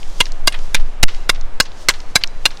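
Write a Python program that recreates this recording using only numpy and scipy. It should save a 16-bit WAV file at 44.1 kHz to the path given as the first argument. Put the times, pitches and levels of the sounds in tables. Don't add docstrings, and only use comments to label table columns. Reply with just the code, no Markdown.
import sys
import numpy as np
from scipy import signal
from scipy.fft import rfft, irfft
from scipy.io import wavfile
from scipy.ndimage import uniform_filter1d

SR = 44100
rng = np.random.default_rng(int(sys.argv[2]) if len(sys.argv) > 2 else 0)


def ratio(d):
    e = np.asarray(d, float) / 20
    return 10 ** e


def wav_out(sig):
    wavfile.write(sys.argv[1], SR, np.round(np.clip(np.atleast_2d(sig).T, -1, 1) * 32767).astype(np.int16))


N = 114660

# start_s, wind_db, feet_db
AIR_COURSE = [(0, -18, -48), (.1, -12, -45), (.25, -16, -43.5), (.4, -10.5, -57), (.6, -16.5, -48),
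              (.8, -6.5, -49.5), (.95, -19, -58.5), (1.03, -20, -65), (1.1, -28.5, -53), (1.16, -16, -48),
              (1.3, -13.5, -58.5), (1.45, -11, -56.5), (1.65, -23.5, -66), (1.82, -17, -44.5),
              (1.95, -21.5, -49), (2.08, -12.5, -52.5), (2.3, -19, -57.5), (2.5, -10, -47),
              (2.6, -39.5, -50.5)]
# frequency_hz, density_db (per Hz)
WIND_SPECTRUM = [(2, 1), (8, 2), (16, 6.5), (24, -26.5), (40, -21), (90, -43), (200, -47.5), (400, -87)]
# frequency_hz, density_db (per Hz)
FEET_SPECTRUM = [(1500, -40), (3000, -1), (6000, 1), (10000, -9.5), (13000, -14.5), (16000, -20)]
# frequency_hz, density_db (per Hz)
TOWN_SPECTRUM = [(35, -42), (60, -2), (180, -13), (540, -12), (698, -11.5), (2580, -22.5), (5330, -35.5),
                 (11300, -42), (16000, -93)]
# start_s, level_db, pitch_hz
POST_RETURNS = [(0.0303, -18, 3700), (0.3197, -11, 5600), (0.5897, -16.5, 3830), (0.8614, -30, 4240),
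                (1.1473, -17, 3920), (1.4112, -18.5, 5200), (1.718, -22.5, 4040), (2.003, -13.5, 4600),
                (2.274, -14, 5950), (2.5721, -20.5, 4740)]
# start_s, level_db, low_mode_hz, middle_mode_hz, high_mode_hz
CLACKS = [
    (0.205, -3.5, 1003, 2830, 3320),
    (0.474, 1, 1110, 3530, 4750),
    (0.746, -5.5, 1050, 2347, 3610),
    (1.031, 7.5, 1193, 2849, 3897),
    (1.294, -2.5, 1470, 2105, 3716),
    (1.601, -0.5, 1622, 2640, 4256),
    (1.886, 1.5, 1400, 2080, 4200),
    (2.156, 2, 1549, 2306, 4100),
    (2.455, 0, 1534, 2780, 3620),
]
# low_mode_db, middle_mode_db, high_mode_db, grinding_db, lead_in_db
LANDINGS = [(-9, 3.5, 4.5, -13, -12), (-10, -8, -6.5, -15.5, -15), (-13.5, -0.5, -0.5, -13.5, -16),
            (-33, -1, -1.5, -19, -17.5), (-18, 1, 3.5, -14, -15), (-5.5, -2.5, -1.5, -11.5, -42),
            (-14.5, -0.5, -0.5, -10, -48), (-8, -0.5, -4, -10.5, -20), (-15.5, -3, 0.5, -13, -29)]
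# pitch_hz, level_db, t60_s
STICK_MODES = [(676, -46.5, 0.06), (1097, -24, 0.066), (1661, -6, 0.036), (2128, -5.5, 0.036),
               (2800, -5.5, 0.031), (3405, -3, 0.014), (4000, -5, 0.024), (4770, -5.5, 0.019),
               (5150, 7, 0.0043), (6090, -12.5, 0.03), (7260, -16, 0.027), (8150, -74, 0.012),
               (9700, -81, 0.0023)]
# lag_s, level_db, pitch_hz, t60_s
MESH_RETURNS = [
    (.053, -26.5, 3300, 0.092),
    (0.065, -41.5, 2670, 0.027),
]
# start_s, level_db, pitch_hz
BOARD_RETURNS = [(0.2553, -11.5, 4330), (0.2656, -16.5, 3260), (0.7974, -22.5, 2940), (0.8085, -24, 3330),
                 (1.0821, -11, 3300), (1.0958, -27, 2540), (1.3468, -21.5, 4150), (1.3595, -22, 3500),
                 (1.6531, -23, 5290), (1.665, -24.5, 4300), (1.938, -15, 3930), (1.9506, -33, 2670),
                 (2.2089, -36, 4270), (2.5057, -19.5, 2670), (2.5203, -33, 2740)]
# start_s, level_db, pitch_hz, t60_s
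TAPS = [(0.522, -16, 3000, 0.047), (0.5225, -21.5, 8800, .03), (0.541, -13.5, 2350, 0.063),
        (0.557, -24, 2560, 0.055), (.760, -12, 2900, .06), (1.041, 11, 3040, 0.0036),
        (1.619, -16, 6000, 0.056), (1.897, -5, 2180, 0.049), (1.899, -8, 7000, 0.043),
        (1.908, -5.5, 2800, 0.014), (2.2362, 5, 4000, 0.016), (2.2373, 0, 3270, 0.011),
        (2.24, -5, 2450, 0.018), (2.462, -32, 1480, 0.028)]
# start_s, offset (full scale = 1)
JOLTS = [
    (.746, .3),
    (1.0325, 1.8),
    (1.887, -.15),
    (2.157, .1),
    (2.456, -.12),
]
# pitch_hz, level_db, start_s, end_s
CIRCUIT_TONES = [(4000, -67, 1.4, 1.54), (8000, -72, 1.4, 1.54), (10000, -72, .34, .7),
                 (10000, -71, 1.38, 1.56), (10000, -73, 2.0, 2.5), (15000, -72, 1.08, 1.29),
                 (15000, -72, 1.48, 1.78), (15000, -73, 2.3, 2.45)]

TOWN_DB, GRIT_DB = -41, 1.5
POST_WIDTH_HZ, POST_T60_S = 3500, .009
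BOARD_WIDTH_HZ, BOARD_T60_S = 4500, .016
DRIVE_DB = 2
STICK_DB, STICK_SCATTER_DB, STICK_DETUNE = -6.5, 1.5, .02
OWN_T60_S = .022, .014, .010
CRACK_DB, CRACK_HZ, CRACK_T60_S = -2.5, 4630, .0088
TAIL_DB, TAIL_HZ, TAIL_T60_S = -27.5, 4000, .099
GRIND_T60_S = .028
LEAD_S, LEAD_HZ = .0034, 6700
GROUND_S, GROUND_DB = .0058, -.5
TAP_WIDTH_HZ, TAP_TREBLE_DB = 3300, -20
FIELD_DB, FIELD_T60_S, FIELD_HZ = -45.5, 1, (1170, 7000)
JOLT_RISE_S, JOLT_FALL_S = .0022, .05
THUMP_SHARE, THUMP_S = .11, .02
SWAY_HZ, SWAY_PAST = 30, .7
CLIP, KNEE = .84, 8
SAG_HZ, MIC_HZ, TOP_HZ = .5, 10200, 16000


def unit(x):
    return x / np.sqrt(np.mean(x ** 2))


def fade(t, t60):
    return np.exp(-np.log(1000) * t / t60)


def band(x, lo_hz, hi_hz):
    edges = [lo_hz, min(hi_hz, .45 * SR)]
    return signal.sosfilt(signal.butter(2, edges, "band", fs=SR, output="sos"), x)


def add(out, x, s):
    i = int(s * SR)
    out[i:i + len(x)] += x[:N - i]


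def walk(rate):
    k = int(SR / rate)
    steps = np.repeat(rng.standard_normal(N // k + 1), k)
    return unit(uniform_filter1d(uniform_filter1d(steps, k), k)[:N])


def coloured(spectrum):
    f = np.arange(N // 2 + 1) * SR / N + .1
    hz, db = np.array(spectrum).T
    gain = ratio(np.interp(np.log(f), np.log(hz), db))
    return unit(irfft(rfft(rng.standard_normal(N)) * gain, N))


def air_level(column):
    rows = np.array(AIR_COURSE)
    return np.interp(np.arange(N) / SR, rows[:, 0], rows[:, column])


def wind():
    return ratio(air_level(1)) * coloured(WIND_SPECTRUM)


def feet():
    grit = ratio(GRIT_DB * rng.exponential(size=N // 8 + 1).repeat(8)[:N])
    return ratio(air_level(2) + 2.1 * walk(26.9)) * coloured(FEET_SPECTRUM) * unit(grit)


def town():
    return ratio(TOWN_DB + .37 * walk(5.05)) * coloured(TOWN_SPECTRUM)


def tick(hz, width_hz, t60):
    t = np.arange(SR // 12) / SR
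    edges = max(hz - width_hz / 2, 500), hz + width_hz / 2
    noise = unit(band(rng.standard_normal(len(t)), *edges))
    rise = np.minimum(t / (t60 / 20), 1)
    return band(noise * fade(t, t60) * rise, *edges) / 2


def post_returns():
    out = np.zeros(N)
    for s, db, hz in POST_RETURNS:
        add(out, ratio(db) * tick(hz, POST_WIDTH_HZ, POST_T60_S), s)
    return out


def clack(own_hz, own_db, grind_db, lead_db):
    t = np.arange(SR // 8) / SR
    hz, db, t60 = np.array(STICK_MODES).T
    chance = rng.standard_normal((3, len(hz)))
    hz = np.r_[hz * (1 + STICK_DETUNE * chance[0]), own_hz]
    db = np.r_[db + STICK_DB + STICK_SCATTER_DB * chance[1], own_db]
    t60 = np.r_[t60, OWN_T60_S]
    modes = ratio(db)[:, None] * fade(t, t60[:, None]) * np.sin(2 * np.pi * hz[:, None] * t)
    ring = modes.sum(axis=0)

    noise = rng.standard_normal((5, len(t)))
    crack = ratio(CRACK_DB) * fade(t, CRACK_T60_S) * unit(band(noise[0], CRACK_HZ / 2, CRACK_HZ * 2))
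    tail = ratio(TAIL_DB) * fade(t, TAIL_T60_S) * unit(band(noise[1], TAIL_HZ / 3, TAIL_HZ * 3))

    force = ratio(grind_db) * fade(t, GRIND_T60_S) * noise[2] * np.abs(noise[3]) / 2
    force[0] += 1
    force[int(GROUND_S * SR)] += ratio(GROUND_DB)
    blow = signal.fftconvolve(force, ring + crack)[:len(t)] + tail

    lead = int(LEAD_S * SR)
    swell = ratio(lead_db) * np.linspace(.2, 1, lead)
    hiss = swell * unit(band(noise[4], LEAD_HZ / 2, LEAD_HZ * 2))[-lead:]
    return np.r_[hiss, blow]


def clacks():
    out = np.zeros(N)
    for (s, db, *own_hz), (*own_db, grind_db, lead_db) in zip(CLACKS, LANDINGS):
        add(out, ratio(db + DRIVE_DB) * clack(own_hz, own_db, grind_db, lead_db), s - LEAD_S)
    return out


def field_response():
    t = np.arange(SR // 2) / SR
    level = ratio(FIELD_DB) * fade(t, FIELD_T60_S) * np.minimum(t / .01, 1)
    return band(level * rng.standard_normal(len(t)) / 20, *FIELD_HZ)


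def board_returns():
    out = np.zeros(N)
    for s, db, hz in BOARD_RETURNS:
        add(out, ratio(db) * tick(hz, BOARD_WIDTH_HZ, BOARD_T60_S), s)
    return out


def mesh_returns():
    out = np.zeros(N)
    for s, db, *_ in CLACKS:
        for lag, mesh_db, hz, t60 in MESH_RETURNS:
            add(out, ratio(db + DRIVE_DB + mesh_db) * tick(hz, 1.47 * hz, t60), s + lag)
    return out


def taps():
    out = np.zeros(N)
    for s, db, hz, t60 in TAPS:
        treble = ratio(TAP_TREBLE_DB) * tick(7400, 11000, t60)
        add(out, ratio(db) * (tick(hz, TAP_WIDTH_HZ, t60) + treble), s)
    return out


def jolts():
    out, t = np.zeros(N), np.arange(SR // 3) / SR
    push = (1 - np.exp(-t / JOLT_RISE_S)) * np.exp(-(t / JOLT_FALL_S) ** 2)
    for s, offset in JOLTS:
        add(out, offset * push, s)
    return out


def thumps():
    out = np.zeros(N)
    for s, offset in JOLTS:
        add(out, THUMP_SHARE * offset * np.ones(int(THUMP_S * SR)), s)
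    return uniform_filter1d(out, size=90)


def whine():
    out, t = np.zeros(N), np.arange(N) / SR
    for hz, db, start, end in CIRCUIT_TONES:
        gate = uniform_filter1d(1. * (t > start) * (t < end), size=800)
        out += ratio(db + 2 * walk(8.4)) * gate * np.sin(2 * np.pi * hz * t)
    return out


def scene():
    background = wind() + feet() + town()
    direct = clacks() + taps()
    reverberation = signal.fftconvolve(direct, field_response())[:N]
    reflections = post_returns() + board_returns() + mesh_returns()
    return (background + direct + reverberation + reflections)[None]


def top_cut(x):
    return signal.sosfilt(signal.butter(12, 16430, fs=SR, output="sos"), x)


def record(dry):
    sway = SWAY_PAST * signal.sosfiltfilt(signal.butter(2, SWAY_HZ, fs=SR, output="sos"), dry)
    x = (dry - sway + whine() + jolts()) / CLIP
    x = CLIP * x / (1 + np.abs(x) ** KNEE) ** (1 / KNEE)
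    x = x + sway + thumps()
    x = signal.sosfilt(signal.butter(1, [SAG_HZ, MIC_HZ], "band", fs=SR, output="sos"), x)
    x = signal.sosfilt(signal.butter(4, TOP_HZ, fs=SR, output="sos"), x)
    x = np.clip(x, -.93, .93)
    x = signal.sosfilt(signal.ellip(10, .2, 90, TOP_HZ, fs=SR, output="sos"), x)
    return top_cut(x)


dry = scene()
out = record(dry)
wav_out(out)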